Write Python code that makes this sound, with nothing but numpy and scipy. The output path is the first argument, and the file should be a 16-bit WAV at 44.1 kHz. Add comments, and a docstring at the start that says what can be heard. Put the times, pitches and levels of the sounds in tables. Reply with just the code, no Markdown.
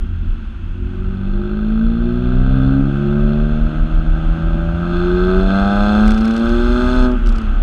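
"""A six-cylinder car engine pulls hard through one gear, then eases off.
Two banks of three cylinders fire into ringing pipes, and gas rasps with each firing.
We listen from a camera in a closed case above the tailpipes. The tyres drone, wind and road
shake the springy mount about 35 times a second, and near the end a loose plastic clip rattles."""
import sys
import numpy as np
from scipy import signal
from scipy.fft import rfft, irfft
from scipy.io import wavfile
from scipy.ndimage import uniform_filter1d

SR = 44100
rng = np.random.default_rng(int(sys.argv[2]) if len(sys.argv) > 2 else 0)


def dump_mix(stems):
    """Bounce the given channels to the path in sys.argv[1] as a 16-bit WAV at rate SR."""
    frames = np.atleast_2d(stems).T  # one column per channel
    limited = np.clip(frames, -1, 1)  # hard clip at full scale
    pcm = np.round(limited * 32767).astype(np.int16)
    wavfile.write(sys.argv[1], SR, pcm)


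N = 336042
TIME = np.arange(N) / SR
FREQ = np.arange(N // 2 + 1) * SR / N + 1e-3


def gain(db):
    """Turn decibels into a multiplier."""
    return 10 ** (np.asarray(db) / 20)


def unit(x):
    """Scale a signal to an average strength (rms) of 1."""
    return x / np.sqrt(np.mean(x ** 2))


def curves(table):
    """Join a table's points into one curve over time per column."""
    times, *columns = np.transpose(table)
    return [np.interp(TIME, times, column) for column in columns]


def resonances(hz, modes, steep=1):
    """How a ringing object answers each frequency; modes are (f/Hz, width/Hz, level/dB)."""
    return sum((-1) ** k * gain(db) * (1j * hz * width / (f * f - hz * hz + 1j * hz * width)) ** steep
               for k, (f, width, db) in enumerate(modes))


def colour(x, response):
    """Filter a signal, then scale it to strength 1."""
    return unit(irfft(rfft(x) * response, N))


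def wander(rate):
    """A smooth random wobble that takes `rate` steps a second."""
    hold = int(SR / rate)
    steps = np.repeat(rng.standard_normal(N // hold + 1), hold)[:N]
    return unit(uniform_filter1d(uniform_filter1d(steps, hold), hold))


# The engine's tones; halves come from unequal banks: multiple of the firing rate, relative level/dB
TONES = [(.5, -3.5), (1, 3), (1.5, -0.5), (2, -2), (2.5, -7), (3, -12.5), (3.5, -12.5), (4, -13),
         (4.5, -20.5), (5, -26), (5.5, -25)]
# How the pipes boost a tone: f/Hz, level/dB with the banks in step, level/dB with them opposed
PIPE_BOOST = [(66.2, 5.5, -12), (85.46, 14.5, 4.5), (104.7, -13.5, -7.5), (129.8, 6.5, -2),
              (152.4, 3, -10.5), (178.5, 5.5, 2), (204.5, 3.5, 4), (220.3, 13.5, 11), (237.34, 9.5, 0.5),
              (254.6, 4.5, -10.5), (272.14, 13.5, -4.5), (287.1, -18, -4.5), (308.5, 0.5, -11),
              (340.7, -1, -0.5), (355.16, 14, 12), (375.8, 8, 1), (387.4, -12, -21.5), (425.6, -7.5, -20),
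              (449.8, 0.5, -0.5), (491, -6.5, -4.5), (556.5, -5, -1.5), (584.6, 6, 8), (640.6, -8, -1.5),
              (642, -11.5, 6.5), (695.6, -4, 6.0), (781, -4.5, 7), (796.6, 5.5, 2), (860, -11.5, -0.5),
              (955, -17.5, -1), (1101.6, 0, -14), (1146, 5, -22.5), (1250.0, -14, -12), (1370.0, -6.5, 11)]
def engine_note(hz, fired, tone_db, rasp_db):
    """Regular firings make tones that swell and fade as they slide through the pipes' resonances."""
    pipe_hz, in_step_db, opposed_db = np.transpose(sorted(PIPE_BOOST))
    brighten_db = .08 * np.clip(rasp_db + 29, 0, None)  # rasp above -29 dB lifts the higher tones
    note = np.zeros(N)
    for multiple, db in TONES:
        boost_db = np.interp(np.log(multiple * hz), np.log(pipe_hz),
                             opposed_db if multiple % 1 else in_step_db)
        level_db = tone_db + db + boost_db + (multiple - 1) * brighten_db + .74 * wander(30)
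        note += np.sqrt(2) * gain(level_db) * np.sin(2 * np.pi * multiple * fired)
    return note


# Each cylinder's strength, in firing order with the banks taking turns: level/dB
CYLINDER_LEVELS = [0, -6.5, -1.2, -5.8, -.6, -7.5]
# Extra travel time down each cylinder's own pipe: t/ms
CYLINDER_DELAYS = [0, .17, .025, .15, -.02, .2]
def firings(hz, fired):
    """Each firing gives a sharp pulse and a fading puff of gas; returns (pulses, gas)."""
    count = np.arange(int(fired[-1]) - 1)
    time_jitter, level_jitter = rng.standard_normal((len(count), 2)).T
    at = np.interp(count + .008 * time_jitter, fired, np.arange(N))
    at = np.clip(at + np.array(CYLINDER_DELAYS)[count % 6] * SR / 1000, 0, N - 2)
    size = gain(np.array(CYLINDER_LEVELS)[count % 6] + level_jitter)
    pulses = np.zeros(N)
    np.add.at(pulses, at.astype(int), size * (1 - at % 1))  # shared between two samples
    np.add.at(pulses, at.astype(int) + 1, size * (at % 1))
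    latest = np.clip(fired.astype(int), 0, len(count) - 1)
    puffs = .25 + size[latest] * np.exp(-(fired % 1) / .35)
    return unit(pulses / np.sqrt(hz)), unit(puffs * rng.standard_normal(N))


# Where the pipes ring: f/Hz, width/Hz, level/dB
PIPE_RINGS = [(213.4, 17, 12), (354.9, 14.85, 16), (604.56, 24.23, 9.5), (701, 27, 4.5), (799.8, 70, 4),
              (1036, 32, -10.5), (1249, 120, -2.5)]
def pipe_growl(hz, fired, blows, growl_db):
    """Firings ring the pipes; slightly unequal cylinders add weak tones at sixths of the firing rate."""
    upper_rings = resonances(FREQ, PIPE_RINGS[2:]) / (1 + (FREQ / 1409) ** 4)
    growl = colour(blows, upper_rings) * gain(growl_db - 6)
    for multiple in [n / 6 for n in range(4, 30) if n % 3]:
        boost = np.abs(resonances(multiple * hz[::64], PIPE_RINGS))
        boost *= gain(2.6 * wander(1500)[:N // 64 + 1])
        tone = np.sin(2 * np.pi * (multiple * fired + rng.random()))
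        growl += gain(.6963 * growl_db - 28.5) * boost.repeat(64)[:N] * tone
    return growl


# What the closed case lets through: f/Hz, width/Hz, level/dB
CASE_BANDS = [(1017, 57, -17.5), (1301.4, 235, 3), (1551.7, 139.2, 4), (2052, 110, -14.5), (2610, 390, -9),
              (3166, 92, -12), (3460, 275, -5), (4165, 300, -13), (4588, 420, -26.5), (5238, 360, -32),
              (6357, 750, -36), (7300, 140, -51.5), (8200, 730, -41.5), (9700, 620, -55), (11870, 500, -51)]
def gas_rasp(hz, pulses, gas, sharpness, rasp_db, gas_db):
    """Pulses and rushing gas come through the case as a low rasp, a hiss and a high sizzle."""
    case = resonances(FREQ, CASE_BANDS, steep=2)
    treble = (FREQ / 1461) ** 8  # splits rasp from hiss at 1461 Hz
    blows = (sharpness * pulses + np.sqrt(1 - sharpness ** 2) * gas) * gain(rasp_db + 17.09)
    rasp = irfft(rfft(blows) * case / (1 + treble), N)
    hiss = colour(.93 * sharpness * pulses + gas, case * treble / (1 + treble)) * gain(gas_db + 2.24)
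    # the sizzle opens up only when the engine works hard and fast
    sizzle_db = -58.5 + 1.37 * (gas_db + 40.5) + 20.5 * np.log2(hz / 200)
    sizzle = colour(gas, case / (1 + (5380 / FREQ) ** 8)) * gain(np.maximum(sizzle_db, -80.5))
    return rasp + hiss + sizzle


# How often the engine fires: t/s, f/Hz
FIRING_RATE = [(0.0, 91.2), (0.2, 81.8), (0.6, 84.3), (0.8, 89.1), (1.2, 95.7), (1.4, 100.5), (2.2, 121.5),
               (2.8, 136.0), (3.2, 144.8), (3.6, 151.9), (4.0, 158.2), (4.6, 165.9), (5.2, 180.8),
               (5.4, 188.3), (5.6, 197.0), (6.2, 219.7), (6.4, 229.3), (6.9, 250.2), (6.98, 251.5),
               (7.14, 247.1), (7.22, 243.1), (7.3, 232.2), (7.54, 205.1), (7.62, 196.0)]
# How hard it works, before each layer's own boost: t/s, tone level/dB, rasp level/dB, gas level/dB
EFFORT = [(0.0, -43, -61, -67.5), (0.25, -37.5, -60, -57.0), (0.5, -59, -55.5, -57.5),
          (0.62, -44.5, -65, -68), (0.95, -35.5, -49, -59.5), (1.25, -26, -42, -52.5),
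          (1.75, -25, -40, -49.0), (2.2, -27, -38.5, -47.5), (2.65, -24, -34, -44.0),
          (2.95, -27, -36, -50.5), (3.3, -26.0, -36, -47.5), (3.9, -31.5, -37.5, -50.5),
          (4.75, -28, -34.5, -49.5), (4.95, -29, -28.5, -40.5), (5.48, -23, -28.0, -38.5),
          (5.56, -21.5, -24.5, -37), (6.03, -22, -25.0, -35.5), (6.2, -29, -31.5, -40.0),
          (6.6, -30, -28.0, -38), (7.05, -23, -25.5, -37.0), (7.14, -29, -32, -61), (7.19, -45, -37, -61),
          (7.28, -40.5, -35.0, -54.5), (7.62, -39.5, -35.5, -51.5)]
def exhaust():
    """The engine's speed and effort drive its note, growl and rasp together."""
    hz, = curves(FIRING_RATE)
    tone_db, rasp_db, gas_db = curves(EFFORT)
    fired = np.cumsum(hz) / SR  # firings so far
    note = engine_note(hz, fired, tone_db, rasp_db)
    pulses, gas = firings(hz, fired)
    sharpness = np.clip((rasp_db + 40) / 15, .65, .97)  # with effort, pulses take over from gas noise
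    growl_db = rasp_db + .403 * (tone_db - rasp_db) - 4
    growl = pipe_growl(hz, fired, sharpness * pulses + .6 * gas, growl_db)
    return note + growl + gas_rasp(hz, pulses, gas, sharpness, rasp_db, gas_db)


# The drone from bass to treble: f/Hz, relative level/dB
DRONE_SHAPE = [(60, -6), (100, -5.5), (210, -5), (370, -17.5), (430, -25), (1000, -23), (3000, -32),
               (4200, -39.5), (6000, -50), (10000, -54), (12000, -64), (14500, -68)]
# Where it rings: f/Hz, width/Hz, level/dB
DRONE_RINGS = [(222, 13.83, 12), (339.6, 31, 11), (1320, 210, 9.5), (1510, 194.3, 10.5), (2627, 180, 9.5),
               (3320, 220, 8.5), (6410, 190, 6.5)]
# How loud it is: t/s, level/dB
DRONE_LEVEL = [(0, -37), (1.5, -36.5), (3, -31.5), (5, -31), (7, -27), (7.62, -30.5)]
def tyre_drone():
    """Rolling tyres and the car's body drone, ringing in the pipes and the case."""
    hz, db = np.transpose(DRONE_SHAPE)
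    shape = gain(np.interp(np.log(FREQ), np.log(hz), db, left=-60))
    rings = 1 + np.abs(resonances(FREQ, DRONE_RINGS))
    return colour(rng.standard_normal(N), shape * rings) * gain(curves(DRONE_LEVEL)[0] + .5 * wander(12))


# Swells of swaying: t/s at the top, relative level/dB, f/Hz, half width/s
SWAY_SWELLS = [(0.049, -24, 28.47, 0.164), (.3, -17.5, 31.7, 0.066), (0.511, -28.5, 31.56, 0.0455),
               (0.699, -20, 34.62, 0.029), (0.848, -34, 34.75, 0.036), (1.049, -22, 32.12, 0.0575),
               (1.401, -18, 33.58, 0.118), (1.88, -17, 33.03, 0.231), (2.45, -16, 31.7, 0.2092),
               (2.8, -22, 31.15, 0.1535), (3.08, -23, 30.5, 0.0201), (3.25, -10, 35.25, 0.0566),
               (3.42, -13.5, 36.7, 0.027), (3.56, -11.5, 38, 0.095), (3.83, -10, 34.68, 0.0417),
               (3.969, -11.5, 33.48, 0.046), (4.112, -10.5, 34.6, 0.0405), (4.29, -15, 37.24, 0.0541),
               (4.521, -17, 35.96, 0.087), (4.95, -22, 31.68, 0.0573), (5.16, -14.5, 33.7, 0.106),
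               (5.412, -11, 32.93, 0.053), (5.628, -16, 32.7, 0.0556), (5.81, -20, 34.3, 0.0541),
               (6.11, -12, 30.99, 0.0884), (6.52, -18, 33.23, 0.13), (6.74, -15.5, 37.25, 0.0842),
               (7.05, -9.5, 32.9, 0.1092), (7.301, -11, 33.43, 0.084), (7.56, -13.5, 32.27, 0.191)]
def mount_sway():
    """The camera swings and shakes on its springy mount, making a deep throb."""
    times, _, rates, _ = np.transpose(SWAY_SWELLS)
    hz = np.interp(TIME, times, rates) * (1 + .0716 * wander(15))
    swells = sum(gain(db) * np.exp(-((TIME - top) / width) ** 2) for top, db, _, width in SWAY_SWELLS)
    swing = np.sqrt(2) * np.sin(2 * np.pi * np.cumsum(hz) / SR)
    shake = colour(rng.standard_normal(N), resonances(FREQ, [(34.4, 17, 0)], steep=1.827))
    return (gain(-25) + swells) * (.762 * swing + .56 * shake)


# The wind's strength: t/s, level/dB
GUSTS = [(0.0, -25.5), (0.23, -32.5), (0.42, -42.5), (0.47, -28.5), (0.76, -35.5), (0.85, -19.5),
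         (0.93, -38.5), (1.04, -24), (1.23, -34), (2.52, -19), (3.29, -27.5), (3.37, -21), (3.42, -41),
         (3.46, -26), (4.61, -23), (4.73, -14), (4.84, -27.5), (5.28, -19.5), (5.54, -30), (6.05, -18.5),
         (6.07, -14), (6.26, -30.5), (6.73, -20), (6.79, -37), (6.83, -17.5), (7.28, -31), (7.56, -19.5),
         (7.62, -43)]
def wind():
    """Gusts beat on the camera, rumbling a little higher than the sway."""
    rumble = colour(rng.standard_normal(N), resonances(FREQ, [(58.8, 22.2, 0)], steep=2.275))
    rumble /= np.sqrt(.13 + uniform_filter1d(rumble ** 2, size=3500))  # evened out, so the gusts lead
    return gain(curves(GUSTS)[0] + 2 * wander(14)) * rumble


# Each knock of the loose plastic: t/s, relative level/dB
KNOCKS = [(6.0682, -28), (6.0768, -20.5), (6.0895, -34.5), (6.105, -20), (6.1148, -26), (6.142, -27.5),
          (6.1757, -26.5), (6.1838, -32.5), (6.2059, -27.5), (6.2128, -34.5), (6.2438, -31), (6.251, -24),
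          (6.277, -24.5), (6.3077, -28.5), (6.3364, -34), (6.363, -25), (6.375, -30), (6.3944, -33.5),
          (6.491, -28.5), (7.1138, -31.5), (7.259, -28.5), (7.2693, -24), (7.2889, -27), (7.2963, -34.5),
          (7.3226, -31.5), (7.3514, -37), (7.3583, -32), (7.3814, -28), (7.414, -35.5)]
# Where the plastic rings: f/Hz, width/Hz, level/dB
PLASTIC_RINGS = [(2575, 1680, 16), (5170, 2300, 9.5), (8499, 2870, 0), (11700, 3000, -19.5)]
def plastic_rattle(rise_s=.003):
    """The loose plastic clip chatters in short scratchy bursts."""
    bursts = np.zeros(N)
    for start, db in KNOCKS:
        age = np.clip(TIME - start, 0, None) / rise_s
        bursts += gain(db) * age * np.exp((1 - age ** 2) / 2)
    ring = resonances(FREQ, PLASTIC_RINGS, steep=2)
    ring /= np.sqrt(np.mean(np.abs(ring) ** 2))
    grit = unit(rng.standard_normal(N) * gain(1.5 * wander(1500)))
    return gain(-7.5) * irfft(rfft(grit * bursts) * ring, N)


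def scene():
    """Everything reaches one microphone."""
    return (exhaust() + tyre_drone() + mount_sway() + wind() + plastic_rattle())[None]


def record(dry):
    """The camera rounds off the loudest peaks and cuts the treble above 15200 Hz."""
    rounded = np.tanh(.95 * dry) / .95
    return signal.sosfilt(signal.ellip(8, .2, 70, 15200, fs=SR, output="sos"), rounded)


dry = scene()
out = record(dry)
dump_mix(out)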